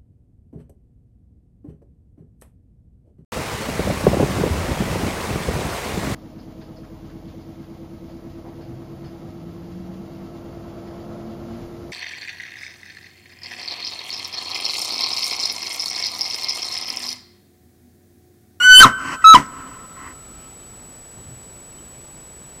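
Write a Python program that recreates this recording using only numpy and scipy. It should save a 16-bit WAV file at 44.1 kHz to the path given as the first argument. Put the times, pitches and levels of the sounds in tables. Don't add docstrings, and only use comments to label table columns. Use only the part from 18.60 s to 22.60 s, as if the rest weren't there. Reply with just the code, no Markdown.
import sys
import numpy as np
from scipy import signal
from scipy.fft import rfft, irfft
from scipy.io import wavfile
from scipy.ndimage import uniform_filter1d

SR = 44100
rng = np.random.default_rng(int(sys.argv[2]) if len(sys.argv) > 2 else 0)


def put_to_file(sound):
    columns = np.atleast_2d(sound).T
    safe = np.clip(columns, -1, 1)
    whole_steps = np.round(safe * 32767)
    wavfile.write(sys.argv[1], SR, whole_steps.astype(np.int16))


N = 176400

# time in seconds, pitch in Hz, fundamental in dB, octave in dB,
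# all before the overload.
WHISTLE_TRACKS = [
    [(0, 1470, -20.5, -21.5), (.014, 1436, -11, -21), (.032, 1489, -17.5, -12.5), (.05, 1500, -8, -11),
     (.08, 1502, -3.5, -15), (.12, 1504, 1.5, -3.5), (.16, 1509, -2, 3), (.187, 1522, -9, 5.5),
     (.203, 1527, 2.5, 6.5), (.224, 1555, 9, -5), (.233, 1309, 11, -20.5), (.243, 1314, 9, -13),
     (.25, 1046, 1.5, -20), (.26, 1044, -13.5, -32), (.282, 1002, -21, -39.5)],
    [(.640, 1310, -5, -25), (.647, 1303, 0.5, -17), (.655, 1285, 1, -22.5), (.672, 1300, 6.5, -28.5),
     (.70, 1307, 8, -21), (.725, 1300, 6.5, -33), (.738, 1288, 7.5, -29.5), (.744, 1212, -6, -21.5),
     (.75, 1070, 8.5, -15), (.757, 1004, 7, -8), (.766, 1006, 0, -19), (.773, 1010, -18.5, -20.5)],
]
# level in dB relative to the octave, whose amplitude is capped here.
OVERTONE_LEVELS_DB = [-16.5, -15.5, -17, -22.5, -31, -30.5, -35.5, -34.5]
# level in dB relative to the fundamental, whose range is limited here.
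WHISTLE_BREATH_DB = [-30, -39.5]
# frequency in Hz, relative level in dB.
WHISTLE_BREATH_COLOUR = [(60, -18.5), (250, -7.5), (600, -17.5), (850, -13.5), (1030, -0.5), (1350, -3),
                         (1700, -9.5), (2100, 2.5), (2600, -11.5), (3500, -19.5), (12000, -30)]
WHISTLE_TREE_SEND_DB = [5, -5.5]
# centre in Hz, level in dB, 60 dB decay time in seconds.
TREE_BANDS = [(125, -25.5, 2.0), (250.2, -25.5, 4.4), (599, -30, 1.6), (1050, -33, 2.0), (1320, -34, 3.6),
              (1560, -27, 1.5), (2900, -41.5, 1.1), (4600, -31.5, .8), (7000, -46.5, .6)]
# frequency in Hz, relative level in dB.
AIR_COLOUR = [(12, -35.5), (20, -4), (44, -2), (109, -3.5), (216, -6.5), (311, -9), (439, -10),
              (472, -10.5), (938, -15.5), (1320, -19), (1770, -21), (7000, -28.5), (9100, -49.5),
              (15400, -120)]
# peak in seconds, throat level in dB, 20 dB rise in seconds, 20 dB fall in seconds,
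# mean pulse rate in Hz, growl level in dB, growl delay in seconds.
GRUNT_EVENTS = [(0.234, -4, 0.057, 0.052, 110.1, -12.5, 0.019),
                (0.75, -11, 0.026, 0.066, 129.4, -14, 0.005)]
# frequency in Hz, relative level in dB.
THROAT_COLOUR = [(40, -25), (130, -16.5), (230, -8.5), (420, -18), (660, -16), (850, -16), (1020, 0.5),
                 (1330, -6.5), (1700, -11.5), (2000, -8.5), (2400, -19), (3000, -17.5), (3700, -27.5),
                 (6000, -23), (15000, -43)]
# frequency in Hz, relative level in dB.
CHEST_COLOUR = [(30, -13), (75, -6), (120, -2), (160, -6.5), (225, 3), (280, -2.5), (360, -12), (480, -19),
                (680, -12), (1200, -26), (3000, -61.5)]
# chest in dB, mouth resonance in dB, treble in dB.
PANT_EVENTS = [(0.353, 0.542, .572, -25, -1, 0, -2), (0.611, .628, 0.74, -40, -21.5, 18, 6),
               (0.749, 1.025, 1.39, -39.5, 2, -2, -6.5), (1.329, 1.472, 1.54, -36, -3, 6, -7),
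               (1.723, 1.818, 1.95, -56.5, 5, 6, 13)]
# frequency in Hz, relative level in dB.
PANT_BASE_COLOUR = [(60, -20), (130, -8.5), (180, -14.5), (270, -1.5), (430, -20.5), (890, -17.5),
                    (1020, 1.5), (1170, -8), (1320, -7.5), (1500, -10.5), (1660, -14.5), (1790, -13.5),
                    (1950, -10.5), (2170, -17), (2380, -17.5), (2600, -11.5), (2850, -16), (3050, -12.5),
                    (3500, -37.5), (4600, -22.5), (6500, -26.5), (15000, -47.5)]
# centre in seconds, pitch in Hz, peak level in dB, half length in seconds.
PIPS = [(0.864, 5200, -42, 0.002), (1.077, 3050, -45.5, 0.0033), (2.033, 3050, -49, .003),
        (3.13, 2700, -50, .004), (3.189, 3080, -47, .005)]
# centre in seconds, peak level in dB, half length in seconds.
RUMBLE_EVENTS = [(2.592, -39.5, 0.023), (2.703, -42, 0.059)]
# frequency in Hz, relative level in dB.
RUMBLE_NOISE_COLOUR = [(40, -36), (90, 3.5), (125, 0.5), (200, -11), (500, -27), (2000, -70)]

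EDGE_S, WAVER_FRACTION = .004, .0018
BREAK_S, BREAK_JITTER_FRACTION, BREAK_SHIMMER_DB = .044, .025, 3.5
EARLY_DB, EARLY_T60_S, TREES_ONSET_S = -20.5, .18, .0094
AIR_DB, HISS_DB = -45.5, -56
WHINE_HZ, WHINE_RMS_DB = 7867.2, -44
GRUNT_JITTER_FRACTION, GRUNT_THROB_DEPTH = .16, .19
CHEST_BELOW_HZ, MOUTH_HZ, MOUTH_WIDTH_HZ, TREBLE_ABOVE_HZ = 600, 1980, 170, 2250
CEILING, KNEE_EXPONENT = .9, 9
DC_CUT_HZ, TOP_HZ = 9, 15400


def undb(db):
    return 10 ** (np.asarray(db) / 20)


def unit(x):
    return x / np.sqrt(np.mean(x ** 2))


def log_bins():
    return np.log(np.maximum(np.arange(N // 2 + 1) * SR / N, 1))


def colour(x, points):
    hz, db = np.array(points, float).T
    gain = undb(np.interp(log_bins(), np.log(hz), db))
    return unit(irfft(rfft(x) * gain, N))


def noise():
    return rng.standard_normal(N)


def walk(rate_hz):
    k = max(int(SR / rate_hz), 2)
    return unit(uniform_filter1d(uniform_filter1d(noise(), k), k))


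def bump(t, centre_s, half_s):
    return np.exp(-((t - centre_s) / half_s) ** 2)


def whistle(t, rows, breath_db):
    s, hz, first_db, octave_db = np.array(rows).T
    fade_in = np.clip((t - s[0]) / EDGE_S, 0, 1)
    fade_out = np.clip((s[-1] - t) / EDGE_S + 1, 0, 1)
    rough = np.clip(2 * (1 - (s[-1] - t) / BREAK_S), 0, 1)
    wobble = WAVER_FRACTION * walk(150) + BREAK_JITTER_FRACTION * rough * walk(440)
    phase = 2 * np.pi * np.cumsum(np.interp(t, s, hz) * (1 + wobble)) / SR
    first = undb(np.interp(t, s, first_db) + BREAK_SHIMMER_DB * rough * walk(350))
    octave = undb(np.interp(t, s, octave_db))
    overtones = 0
    for k, db in enumerate(OVERTONE_LEVELS_DB, 3):
        overtones = overtones + undb(db + 2 * walk(40)) * np.sin(k * phase)
    tone = first * np.cos(phase) - octave * np.cos(2 * phase)
    tone = tone + np.minimum(octave, .3) * overtones
    breath = undb(breath_db) * np.clip(first, .7, 1.2) * colour(noise(), WHISTLE_BREATH_COLOUR)
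    return fade_in * fade_out * (tone + breath)


def tree_ring(x, t):
    hz, db, t60_s = np.array(TREE_BANDS).T
    scatter = rfft(noise())
    onset = np.clip(t / TREES_ONSET_S, 0, 1)

    def decay(seconds):
        e = onset * np.exp(-np.log(1000) * t / seconds)
        return e / np.sqrt(np.sum(e ** 2))

    response = undb(EARLY_DB) * noise() * decay(EARLY_T60_S)
    for share, band_db, seconds in zip(np.eye(len(hz)), db, t60_s):
        band = irfft(scatter * np.interp(log_bins(), np.log(hz), share), N)
        response = response + undb(band_db) * decay(seconds) * band
    return signal.fftconvolve(x, response)[:N]


def forest_air(t):
    below = [tuple(row) for row in AIR_COLOUR if row[0] < 9000]
    curve = below + [(9000, -48.6), (9000.1, -68)]
    return undb(AIR_DB + .13 * walk(3.4)) * colour(noise(), curve)


def camera(t):
    whine = undb(WHINE_RMS_DB) * np.sqrt(2) * np.sin(2 * np.pi * WHINE_HZ * t)
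    hiss = colour(noise(), [(5000, -29.5), (7200, -3), (11000, -4), (15000, -6)])
    return whine + undb(HISS_DB) * hiss


def grunt(t, peak_s, db, rise_s, fall_s, pulse_hz, growl_db, delay_s):
    cycles = np.cumsum(pulse_hz * (1 + GRUNT_JITTER_FRACTION * walk(120))) / SR
    pulses = np.diff(np.floor(cycles), prepend=0) * undb(3 * walk(200))
    air = noise() * (1 + GRUNT_THROB_DEPTH * np.cos(2 * np.pi * cycles))

    def swell(at_s):
        before, after = np.maximum(at_s - t, 0), np.maximum(t - at_s, 0)
        return undb(-20 * ((before / rise_s) ** 2 + after / fall_s))

    throat = colour(air, THROAT_COLOUR)
    growl = colour(unit(pulses - pulses.mean()) + .27 * air, CHEST_COLOUR)
    return undb(db) * swell(peak_s) * throat + undb(growl_db) * swell(peak_s + delay_s) * growl


def pant(t, start_s, peak_s, end_s, db, chest_db, mouth_db, treble_db):
    shape = np.interp(t, [start_s, peak_s, end_s], [0, 1, 0])
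    curve = []
    for hz, base_db in PANT_BASE_COLOUR:
        chest = chest_db * (hz < CHEST_BELOW_HZ)
        mouth = mouth_db * np.exp(-((hz - MOUTH_HZ) / MOUTH_WIDTH_HZ) ** 2)
        treble = treble_db * (hz > TREBLE_ABOVE_HZ)
        curve.append((hz, base_db + chest + mouth + treble))
    return undb(db + walk(97)) * shape * colour(noise(), curve)


def pips(t):
    return sum(undb(db) * bump(t, s, half_s) * np.sin(2 * np.pi * hz * t)
               for s, hz, db, half_s in PIPS)


def rumbles(t):
    swells = sum(undb(db) * bump(t, s, half_s) for s, db, half_s in RUMBLE_EVENTS)
    return swells * colour(noise(), RUMBLE_NOISE_COLOUR)


def scene():
    t = np.arange(N) / SR
    calls = [whistle(t, rows, db) for rows, db in zip(WHISTLE_TRACKS, WHISTLE_BREATH_DB)]
    throat = sum(grunt(t, *row) for row in GRUNT_EVENTS) + sum(pant(t, *row) for row in PANT_EVENTS)
    sent_calls = sum(undb(db) * call for db, call in zip(WHISTLE_TREE_SEND_DB, calls))
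    elk = sum(calls) + throat
    ring = tree_ring(throat + sent_calls, t)
    forest = forest_air(t) + pips(t) + rumbles(t)
    return (elk + ring + forest + camera(t))[None]


def record(dry):
    fine = signal.resample_poly(dry, 4, 1, axis=-1)
    flat = fine / (1 + np.abs(fine / CEILING) ** KNEE_EXPONENT) ** (1 / KNEE_EXPONENT)
    x = signal.resample_poly(flat, 1, 4, axis=-1)
    x = signal.sosfilt(signal.butter(1, DC_CUT_HZ, "high", fs=SR, output="sos"), x)
    return signal.sosfiltfilt(signal.ellip(8, .05, 50, TOP_HZ, fs=SR, output="sos"), x)


dry = scene()
out = record(dry)
put_to_file(out)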